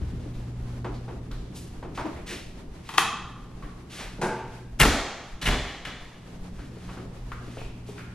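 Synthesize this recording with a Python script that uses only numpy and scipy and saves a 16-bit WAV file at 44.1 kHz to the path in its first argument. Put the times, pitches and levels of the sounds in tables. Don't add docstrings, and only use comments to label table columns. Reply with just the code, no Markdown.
import sys
import numpy as np
from scipy import signal
from scipy.fft import rfft, irfft, next_fast_len
from scipy.io import wavfile

SR = 44100
rng = np.random.default_rng(int(sys.argv[2]) if len(sys.argv) > 2 else 0)


def to_wav(s):
    ch = np.atleast_2d(s).T
    pcm = np.round(np.clip(ch, -1, 1) * 32767)
    wavfile.write(sys.argv[1], SR, pcm.astype(np.int16))


N = 358974
TIME = np.arange(N) / SR


# start_s, landing_lag_s, rattle_s, boom_db, wood_db, latch_db,
# hardness_hz, rebound_db (relative to the blow)
DOOR_BLOWS = [(4.79, 0.0066, 0.036, -33, -36, -22, 14100, -16), (4.798, .014, 0.041, 7.5, 5, 0, 12500, -30),
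              (5.414, 0.013, 0.033, -7.5, -21, -12.5, 10400, -12.5),
              (5.457, .019, 0.034, 4, -5, -5.5, 4200, -17),
              (5.85, 0.011, 0.02, -17, -19, -14.5, 2440, -20.5)]
# pitch_hz, bandwidth_hz, level_db
PANEL_MODES = [(35, 38, 36.5), (63, 41, 36.5), (114, 58, 30)]
# pitch_hz, bandwidth_hz, level_db
WOOD_MODES = [(141, 26, 13), (216.4, 25, 28.7), (278, 27, 30.4), (363, 102, 25.3), (498, 74, 25.6),
              (598, 62, 25.4), (710, 110, 24.8), (820, 104, 26.1), (1030, 330, 21.8), (1420, 310, 21.7),
              (2430, 200, 3.7)]
# pitch_hz, bandwidth_hz, level_db
LATCH_MODES = [(1140, 930, 22.5), (1410, 160, 25.4), (1650, 250, 21.2), (2000, 196, 28.7),
               (2200, 240, 25.9), (2980, 870, 23.7), (3160, 235, 29.2), (3990, 1070, 20.4),
               (6400, 2850, 16.1), (11700, 1700, 8.4)]
# rattle_ratio, boom_db, wood_db, latch_db
EDGE = (1.43, -8, -5.5, 0)
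LANDING = (2.08, 1, -0.5, -14)
REBOUND_S, REBOUND_RATTLE_S, REBOUND_LOSS_DB, REBOUND_HARDNESS_HZ = 0.1, 0.082, 1.5, 4000
BOOM_RATTLE_SHARE = 0.85

# start_s, rattle_s, level_db, hardness_hz
BOLT_CRACKS = [(4.795, 0.004, 10, 9000), (4.7995, 0.0052, 22.5, 16000), (4.8037, 0.0024, 14, 16000),
               (4.8105, 0.0024, 15, 12000), (4.8134, 0.0095, 29, 9000), (4.833, .006, 14, 12000),
               (4.8585, 0.0042, 17.5, 5000), (5.456, 0.0048, 15, 5000), (5.466, 0.005, 12, 7000),
               (5.4748, 0.0027, 15, 5000), (5.483, 0.0067, 17, 3500), (5.852, 0.0053, 6, 2650)]
# pitch_hz, bandwidth_hz, level_db
BOLT_MODES = [(1380, 99, -4), (1805, 79, 3), (2060, 51, 5), (2218, 210, -1), (2630, 98, -3),
              (2794, 60, 2.5), (3500, 410, -12), (5000, 30, -11), (11400, 5700, -10)]
# start_s, level_db
HANDLE_JOLTS = [(5.416, -9), (5.459, -1), (5.682, -15), (5.852, -12)]
# pitch_hz, bandwidth_hz, level_db
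HANDLE_MODES = [(1670, 5, 17), (2050, 6.9, 30), (2350, 6.9, 24.5), (2940, 27, 33.5), (3300, 5.5, 34),
                (3500, 6.8, 37.5), (3600, 5.3, 27), (3980, 17, 28), (4140, 9, 16)]
# start_s, level_db
STOP_KNOCKS = [(4.813, -18), (4.852, -2), (5.487, -8), (5.531, -12), (5.543, -12)]
STOP_RATTLE_S = 0.0043

# start_s, rattle_s, level_db, hardness_hz
SWITCH_PRESSES = [(4.182, 0.045, -2, 330), (4.215, 0.028, -2.5, 9000), (4.226, 0.02, 0, 2200),
                  (4.2445, 0.004, -10.5, 4500), (4.25, 0.016, -4.5, 1800), (4.287, 0.02, -9, 2400),
                  (4.325, 0.015, -10, 1800)]
# pitch_hz, bandwidth_hz, level_db
WALL_MODES = [(146.6, 13, 29), (214, 16.5, 25.5), (279, 25, 23), (365.5, 10.7, 32.5), (471, 34, 26),
              (700, 136, 20.5), (865, 40, 26.5), (936, 31, 26.5), (1120, 150, 16.5), (1400, 140, 18.5),
              (1590, 160, 19), (2300, 530, 11), (4440, 7100, 3), (10600, 3500, 2)]
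# start_s, rattle_s, level_db
CATCH_CLICKS = [(2.89, 0.013, -21.5), (2.939, 0.017, -22), (2.976, 0.0038, -16.5), (2.9802, 0.0014, 0.5),
                (2.9856, 0.0077, -11.5)]
# pitch_hz, bandwidth_hz, level_db
CATCH_MODES = [(327, 33, 29.5), (460, 14, 26.5), (798, 145, 30), (898, 84, 35.5), (1110, 116, 34),
               (1270, 180, 31.5), (1400, 160, 28.5), (1800, 190, 24.5), (1990, 130, 26.5),
               (2554, 190, 24.5), (3220, 170, 25.5), (3590, 140, 23), (3750, 370, 19.5), (5330, 1400, 12.5),
               (6400, 780, 15), (10170, 2800, 6.5)]

# start_s, heel_thud_db, tap_hz, tap_db
FOOTFALLS = [(.845, 18, 940, 11), (.94, 5, 4350, -8), (1.08, 13, 820, 4.5), (1.31, 3, 1210, -1),
             (1.826, 13, 840, 6), (1.975, 13, 1000, 15), (1.995, 9, 860, 12), (2.055, 7, 890, 9.5),
             (2.169, 10.5, 700, 0), (2.303, 14.5, 2350, -25), (3.626, 5.5, 1700, -4.5),
             (6.589, -21, 1330, -1), (6.889, 6, 1040, 4.5), (6.97, 12, 1200, 1), (7.318, 3, 1400, 1),
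             (7.977, -8, 1680, -3)]
HEEL_HZ, HEEL_RATTLE_S = 330, 0.019
FLOOR_HZ, FLOOR_WIDTH_HZ, FLOOR_DB = 60.4, 6, 2.5
ROLL_S, ROLL_SHORTENS = 0.038, 0.19

# start_s, rattle_s, pitch_hz, ring_q, level_db
KNOCKS = [(0.013, 0.018, 57, 2.6, 35), (0.135, 0.0038, 123, 5.4, 27), (0.258, 0.026, 310, 6.7, 18),
          (2.038, 0.018, 309, 18, 30), (2.051, 0.013, 290, 6.5, 25.5), (6.594, 0.0068, 284, 25, 20),
          (6.769, 0.009, 376, 3.7, 10.5), (7.318, 0.0058, 1210, 5, 11.5), (7.478, 0.0075, 229, 8.1, 23),
          (7.57, 0.0062, 490, 3.1, 12.5), (7.591, 0.0037, 476, 2.2, 3), (7.614, 0.0045, 370, 2, 11.5),
          (7.887, 0.013, 404, 10.6, 19)]
KNOCK_OVERTONE_RATIO, KNOCK_OVERTONE_DB = 2.46, -23.5
# start_s, rattle_s, pitch_hz, ring_q, level_db
TICKS = [(1.314, 0.0055, 3600, 2.6, -7.5), (2.058, .03, 640, 8, 14), (2.162, .02, 2040, 4.6, -2),
         (2.615, 0.003, 646, 7, -3), (3.623, 0.011, 1120, 12, 8.5), (7.318, 0.0072, 1300, 4.2, 6.5),
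         (7.581, 0.015, 2630, 5.9, 0), (7.615, .02, 2430, 9.8, -2), (7.979, 0.084, 1420, 5, 4),
         (7.981, 0.032, 2350, 4.6, -3)]
# start_s, swell_s, level_db, low_edge_hz
SCUFFS = [(.005, 0.014, -59, 550), (.195, 0.0093, -57, 1300), (0.336, 0.0086, -56, 1090),
          (1.546, 0.022, -45.5, 4030), (1.946, 0.011, -46, 1510), (2.262, 0.055, -36.5, 1560),
          (2.831, 0.19, -45.5, 1550), (3.896, 0.069, -42, 1930), (3.979, 0.031, -37.5, 327),
          (6.5, 0.16, -55, 1520), (6.72, 0.22, -52, 1090), (7.42, 0.18, -51, 1420),
          (7.861, 0.033, -52, 2400)]
# pitch_hz, relative_db
FRICTION_SPECTRUM = [(2500, 3), (7000, -3.5), (12000, -5), (14000, -19)]
SCUFF_FADE_S, SCUFF_TOP_RATIO, SCUFF_LOWEST_TOP_HZ = 0.078, 4.1, 3830
SCUFF_GRIP_DB, SCUFF_GRIP_HZ = 0.5, 36.3

# pitch_hz, relative_db
RUMBLE_SPECTRUM = [(12, 14), (25, 13.5), (45, 17.5), (70, -2.5), (100, -34), (250, -50)]
# pitch_hz, relative_db
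DUCT_SPECTRUM = [(45, -14), (80, -5), (125, 4), (175, 1.5), (290, -2.5), (420, -7.5), (650, -18.5),
                 (1200, -40), (3000, -69)]
# pitch_hz, relative_db
AIR_SPECTRUM = [(300, 8.5), (800, 11), (1500, 5), (3000, -0.5), (6000, -6.5), (11800, -14.5), (13200, -27)]
# pitch_hz, relative_db
DEEP_BOOM_SPECTRUM = [(35, -20), (55, 6), (82, 10), (115, -29), (250, -66)]
RUMBLE_DB, DUCT_DB, AIR_DB, DEEP_BOOM_DB = -43.5, -43, -55, -44
DEEP_BOOM_FOLLOWS = 2.25
# time_s, offset_db
BACKGROUND_CURVE = [(0, 0.5), (2.1, -1.5), (2.4, -3), (6.1, -6), (6.5, -1), (7.2, -3), (8.14, -3.5)]
MAINS_HZ = 59.85
# time_s, base_db
HUM_CURVE = [(0.0, -39.5), (0.5, -35), (1.43, -39), (2.13, -51), (4.03, -50.5), (4.67, -42.5), (5.19, -57),
             (7.39, -41), (8.14, -43.5)]
# time_s, base_db
HUM_THIRD_CURVE = [(0, -53), (5.9, -56.5), (6.25, -56.5), (6.48, -39), (6.63, -53), (6.87, -42.5),
                   (7.1, -55), (8.14, -49.5)]

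# pitch_hz, side_minus_mid_db
NEAR_WIDTH = [(60, -68), (110, -92), (220, -43), (700, -32), (1300, -25), (2400, -15), (4400, -6),
              (8000, -1.5), (12000, 8)]
# pitch_hz, side_minus_mid_db
FAR_WIDTH = [(50, -35), (120, -27), (200, -15), (380, -9), (700, -4.5), (2400, -3), (4400, -1), (12000, 3)]
# pitch_hz, t60_s
TILE_T60 = [(60, 0.43), (160, 0.3), (420, 0.83), (1100, 1), (3000, 0.99), (7000, 0.92), (12000, 0.17)]
# pitch_hz, t60_s
HALL_T60 = [(100, 0.36), (1000, 0.56), (4000, 0.76), (12000, 0.042)]
# pitch_hz, t60_s
WALL_T60 = [(150, 0.47), (420, 0.76), (1100, 0.7), (3000, 0.96), (12000, 0.29)]
# pitch_hz, t60_s
CATCH_T60 = [(400, 0.61), (1100, 0.95), (1900, 0.66), (3200, 0.75), (7000, 0.62), (12000, 0.23)]

GAIN_THRESHOLD_DB, GAIN_SLOPE, GAIN_ATTACK_S, GAIN_RECOVERY_DB_PER_S = -23, 0.39, 0.098, 1
CUTOFF_HZ = 13800


def door_contacts(rebounds=2):
    for s, lag_s, rattle_s, boom_db, wood_db, latch_db, hard_hz, rebound_db in DOOR_BLOWS:
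        levels = np.array([boom_db, wood_db, latch_db])
        yield s, rattle_s * EDGE[0], *(levels + EDGE[1:]), hard_hz
        yield s + lag_s, rattle_s * LANDING[0], *(levels + LANDING[1:]), hard_hz
        for k in range(rebounds):
            rebound_levels = levels + rebound_db - k * REBOUND_LOSS_DB
            yield s + (k + 1) * REBOUND_S, REBOUND_RATTLE_S, *rebound_levels, REBOUND_HARDNESS_HZ


def door():
    boom, clatter = np.zeros((2, N))
    for s, rattle_s, boom_db, wood_db, latch_db, hard_hz in door_contacts():
        wood = from_db(wood_db) * resonate(contact(rattle_s, loose=0.93, clump_db=9), WOOD_MODES)
        latch = from_db(latch_db) * resonate(contact(rattle_s, loose=1.0, clump_db=6.5), LATCH_MODES)
        add(clatter, s, cut(wood + latch, hard_hz, "low", order=1))
        push = contact(BOOM_RATTLE_SHARE * rattle_s, loose=0.67)
        add(boom, s, from_db(boom_db) * resonate(push, PANEL_MODES))
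    boom = room(boom, TILE_T60, NEAR_WIDTH, direct_db=-3.5, wet_db=-5.0,
                pan_db=-1.5, lag_ms=0.0015, build_s=0.0019)
    clatter = room(clatter, TILE_T60, NEAR_WIDTH, direct_db=-3.0, wet_db=-1.0,
                   pan_db=2.0, lag_ms=0.022, build_s=0.00049)
    return boom + clatter


def bolt():
    cracks = np.zeros(N)
    for s, rattle_s, db, hard_hz in BOLT_CRACKS:
        crack = contact(rattle_s, loose=0.88, clump_db=8.0)
        add(cracks, s, from_db(db) * cut(crack, hard_hz, "low", order=1))
    return room(resonate(cracks, BOLT_MODES), TILE_T60, NEAR_WIDTH, direct_db=-0.5, wet_db=-13.5,
                pan_db=2.0, lag_ms=0.034, build_s=0.002)


def handle():
    jolts = np.zeros(N)
    for s, db in HANDLE_JOLTS:
        add(jolts, s, from_db(db) * contact(0.0019, loose=0.29))
    return room(resonate(jolts, HANDLE_MODES), TILE_T60, NEAR_WIDTH, direct_db=-10, wet_db=-9.0,
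                pan_db=0.0, lag_ms=0.068, build_s=.003)


def door_stop():
    hits = np.zeros(N)
    for s, db in STOP_KNOCKS:
        add(hits, s, from_db(db) * contact(STOP_RATTLE_S, loose=0.96))
    knock = resonate(hits, WOOD_MODES) + from_db(-12) * resonate(hits, LATCH_MODES)
    return room(knock, TILE_T60, NEAR_WIDTH, direct_db=-2.0, wet_db=-15,
                pan_db=1.0, lag_ms=0.035, build_s=0.0017)


def light_switch():
    thumps = np.zeros(N)
    for s, rattle_s, db, hard_hz in SWITCH_PRESSES:
        thump = resonate(contact(rattle_s, loose=0.91), WALL_MODES)
        add(thumps, s, from_db(db) * cut(thump, hard_hz, "low"))
    return room(thumps, WALL_T60, NEAR_WIDTH, direct_db=-3.5, wet_db=-3.5,
                pan_db=0.3, lag_ms=0.048, build_s=0.00063)


def catch():
    clicks = np.zeros(N)
    for s, rattle_s, db in CATCH_CLICKS:
        add(clicks, s, from_db(db) * contact(rattle_s, loose=0.7))
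    ring = cut(resonate(clicks, CATCH_MODES), 330, "high", order=1)
    return room(ring, CATCH_T60, NEAR_WIDTH, direct_db=-2.5, wet_db=-3.5,
                pan_db=4.0, lag_ms=0.049, build_s=0.00044)


def footsteps(thud_q=2.5, tap_q=2.22, sole_hz=2700):
    thuds, taps = np.zeros((2, N))
    for s, thud_db, tap_hz, tap_db in FOOTFALLS:
        heel_modes = [(HEEL_HZ, HEEL_HZ / thud_q, thud_db), (FLOOR_HZ, FLOOR_WIDTH_HZ, thud_db + FLOOR_DB)]
        thud = resonate(contact(HEEL_RATTLE_S, loose=0.97), heel_modes)
        add(thuds, s, cut(thud, 3 * HEEL_HZ, "low"))
        roll_s = ROLL_S * from_db(-ROLL_SHORTENS * tap_db)
        tap = resonate(contact(roll_s, loose=1.0), [(tap_hz, tap_hz / tap_q, tap_db)])
        add(taps, s, cut(tap, sole_hz, "low", order=1))
    thuds = room(thuds, HALL_T60, FAR_WIDTH, direct_db=-4.5, wet_db=-1,
                 pan_db=0.0, lag_ms=.01, build_s=0.01)
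    taps = room(taps, HALL_T60, FAR_WIDTH, direct_db=-1.5, wet_db=-5.5,
                pan_db=0.5, lag_ms=0.025, build_s=0.0006)
    return thuds + taps


def knocks(overtone_damping=4.0, soft_hz=3000):
    bodies = np.zeros(N)
    for s, rattle_s, hz, body_q, db in KNOCKS:
        upper_hz = KNOCK_OVERTONE_RATIO * hz
        upper_width_hz = overtone_damping * upper_hz / body_q
        modes = [(hz, hz / body_q, db), (upper_hz, upper_width_hz, db + KNOCK_OVERTONE_DB)]
        add(bodies, s, resonate(contact(rattle_s, loose=1.0), modes))
    return room(cut(bodies, soft_hz, "low"), HALL_T60, FAR_WIDTH, direct_db=-4.5, wet_db=-8.0,
                pan_db=4.5, lag_ms=0.011, build_s=0.0018)


def ticks():
    rings = np.zeros(N)
    for s, rattle_s, hz, ring_q, db in TICKS:
        add(rings, s, resonate(contact(rattle_s, loose=0.89), [(hz, hz / ring_q, db)]))
    return room(rings, TILE_T60, FAR_WIDTH, direct_db=-5.0, wet_db=-3,
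                pan_db=-1.0, lag_ms=0.047, build_s=0.0015)


def scuffs():
    rubbing, t = np.zeros(N), TIME[:SR]
    for s, swell_s, db, low_hz in SCUFFS:
        high_hz = max(SCUFF_TOP_RATIO * low_hz, SCUFF_LOWEST_TOP_HZ)
        hiss = cut(rng.standard_normal(SR), low_hz, "high")
        hiss = colour(cut(hiss, high_hz, "low", order=1), FRICTION_SPECTRUM)
        swell = np.minimum(t / swell_s, 1) ** .5
        fade = np.exp(-np.maximum(t - swell_s, 0) / SCUFF_FADE_S)
        grip = from_db(SCUFF_GRIP_DB * rms_one(cut(rng.standard_normal(SR), SCUFF_GRIP_HZ, "low")))
        add(rubbing, s, from_db(db) * swell * fade * rms_one(grip * hiss))
    return room(rubbing, HALL_T60, FAR_WIDTH, direct_db=-0.5, wet_db=-11.0,
                pan_db=0.5, lag_ms=0.029, build_s=0.0018)


def diffuse_noise(spectrum, waver_db):
    mid, side = (rms_one(colour(white, spectrum)) for white in rng.standard_normal((2, N)))
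    waver = rms_one(cut(rng.standard_normal(N), 6.4, "low"))
    return stereo(mid, colour(side, FAR_WIDTH)) * from_db(waver_db * waver)


def low_noises():
    offset_db, = in_time(BACKGROUND_CURVE)
    rumble = from_db(RUMBLE_DB + offset_db) * diffuse_noise(RUMBLE_SPECTRUM, waver_db=5.0)
    boom_db = DEEP_BOOM_DB + DEEP_BOOM_FOLLOWS * offset_db
    return rumble + from_db(boom_db) * diffuse_noise(DEEP_BOOM_SPECTRUM, waver_db=0.5)


def ventilation():
    offset_db, = in_time(BACKGROUND_CURVE)
    duct = from_db(DUCT_DB + offset_db) * diffuse_noise(DUCT_SPECTRUM, waver_db=1.45)
    return duct + from_db(AIR_DB) * diffuse_noise(AIR_SPECTRUM, waver_db=2.23)


def mains_hum(mains_db=-14, second_db=-1.5, fourth_db=-15, swell_db=1.0):
    hum_db, = in_time(HUM_CURVE)
    third_db, = in_time(HUM_THIRD_CURVE)
    partials_db = [hum_db + mains_db, hum_db + second_db, third_db, hum_db + fourth_db]
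    hum = 0
    for k, db in enumerate(partials_db, 1):
        swell = swell_db * rms_one(cut(rng.standard_normal(N), 1.1, "low"))
        partial = np.sqrt(2) * np.sin(2 * np.pi * (k * MAINS_HZ * TIME + rng.random()))
        hum = hum + from_db(db + swell) * partial
    return hum


def contact(rattle_s, loose, clump_db=0, clump_hz=70):
    t = TIME[:SR // 2]
    loose = np.clip(loose, 0, 1)
    clumps = np.tanh(rms_one(cut(rng.standard_normal(len(t)), clump_hz, "low")))
    burst = rng.standard_normal(len(t)) * np.exp(-t / rattle_s) * from_db(clump_db * clumps)
    force = np.sqrt(loose) * burst / np.linalg.norm(burst) + np.sqrt(1 - loose) * (t == 0)
    flat = irfft(np.exp(1j * np.angle(rfft(force, SR))), SR)[:len(t)]
    flat = flat * np.exp(-(t / (4 * rattle_s)) ** 2)
    return flat / np.linalg.norm(flat)


def resonate(x, modes):
    out = 0
    for k, (hz, width_hz, db) in enumerate(modes):
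        r = np.exp(-np.pi * width_hz / SR)
        poles = [1, -2 * r * np.cos(2 * np.pi * hz / SR), r * r]
        gain = (-1) ** k * from_db(db) * (1 - r * r) / 2
        out = out + gain * signal.lfilter([1, 0, -1], poles, x + 1e-18)
    return out


def tail(t60s, build_s):
    t = TIME[:SR]
    white, hz = rfft(rng.standard_normal(SR)), np.fft.rfftfreq(SR, 1 / SR)
    edges = np.r_[0, np.geomspace(90, SR / 2, 36)]
    out = 0
    for low, high in zip(edges, edges[1:]):
        band = irfft(white * ((hz >= low) & (hz < high)), SR)
        decay = from_db(-60 * t / at_hz(t60s, (low + high) / 2))
        band = band * decay * (1 - np.exp(-t / build_s))
        out = out + band / np.linalg.norm(band) * np.sqrt(2 * (high - low) / SR)
    return out


def room(x, t60s, width, direct_db, wet_db, pan_db, lag_ms, build_s):
    response = from_db(wet_db) * stereo(tail(t60s, build_s), colour(tail(t60s, build_s), width))
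    taps = np.arange(-6, 18)
    left = from_db(direct_db + pan_db / 2) * np.sinc(taps)
    right = from_db(direct_db - pan_db / 2) * np.sinc(taps - SR * lag_ms / 1000)
    response[:, :len(taps)] += np.array([left, right])
    return signal.fftconvolve(x[None], response, axes=1)[:, :N]


def gain_control(x):
    keep = np.exp(-1 / (GAIN_ATTACK_S * SR))
    power = signal.lfilter([1 - keep], [1, -keep], np.mean(x ** 2, axis=0))
    level_db = 10 * np.log10(power + 1e-12)
    excess_db = GAIN_SLOPE * np.maximum(level_db - GAIN_THRESHOLD_DB, 0)
    recovery_db = GAIN_RECOVERY_DB_PER_S * TIME
    return x * from_db(recovery_db - np.maximum.accumulate(excess_db + recovery_db))


def from_db(db):
    return 10 ** (np.asarray(db) / 20)


def rms_one(x):
    return x / np.sqrt(np.mean(x ** 2) + 1e-20)


def in_time(rows):
    s, *columns = np.transpose(rows)
    return [np.interp(TIME, s, c) for c in columns]


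def at_hz(points, hz):
    f, value = np.transpose(points)
    return np.interp(np.log(np.maximum(hz, 1)), np.log(f), value)


def colour(x, spectrum):
    size = next_fast_len(len(x))
    gain = from_db(at_hz(spectrum, np.fft.rfftfreq(size, 1 / SR)))
    return irfft(rfft(x, size) * gain, size)[:len(x)]


def cut(x, hz, kind, order=2):
    return signal.sosfilt(signal.butter(order, min(hz, .45 * SR), kind, fs=SR, output="sos"), x)


def add(track, s, sound):
    start = max(0, round(s * SR))
    track[start:start + len(sound)] += sound[:max(0, N - start)]


def stereo(mid, side):
    return np.array([mid + side, mid - side])


def scene():
    door_sounds = door() + bolt() + handle() + door_stop()
    fixtures = light_switch() + catch()
    movement = footsteps() + knocks() + ticks() + scuffs()
    background = low_noises() + ventilation() + mains_hum()
    return door_sounds + fixtures + movement + background


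def record(dry):
    clipped = np.clip(gain_control(dry), -1, 1)
    return signal.sosfilt(signal.ellip(8, .2, 80, CUTOFF_HZ, fs=SR, output="sos"), clipped)


dry = scene()
out = record(dry)
to_wav(out)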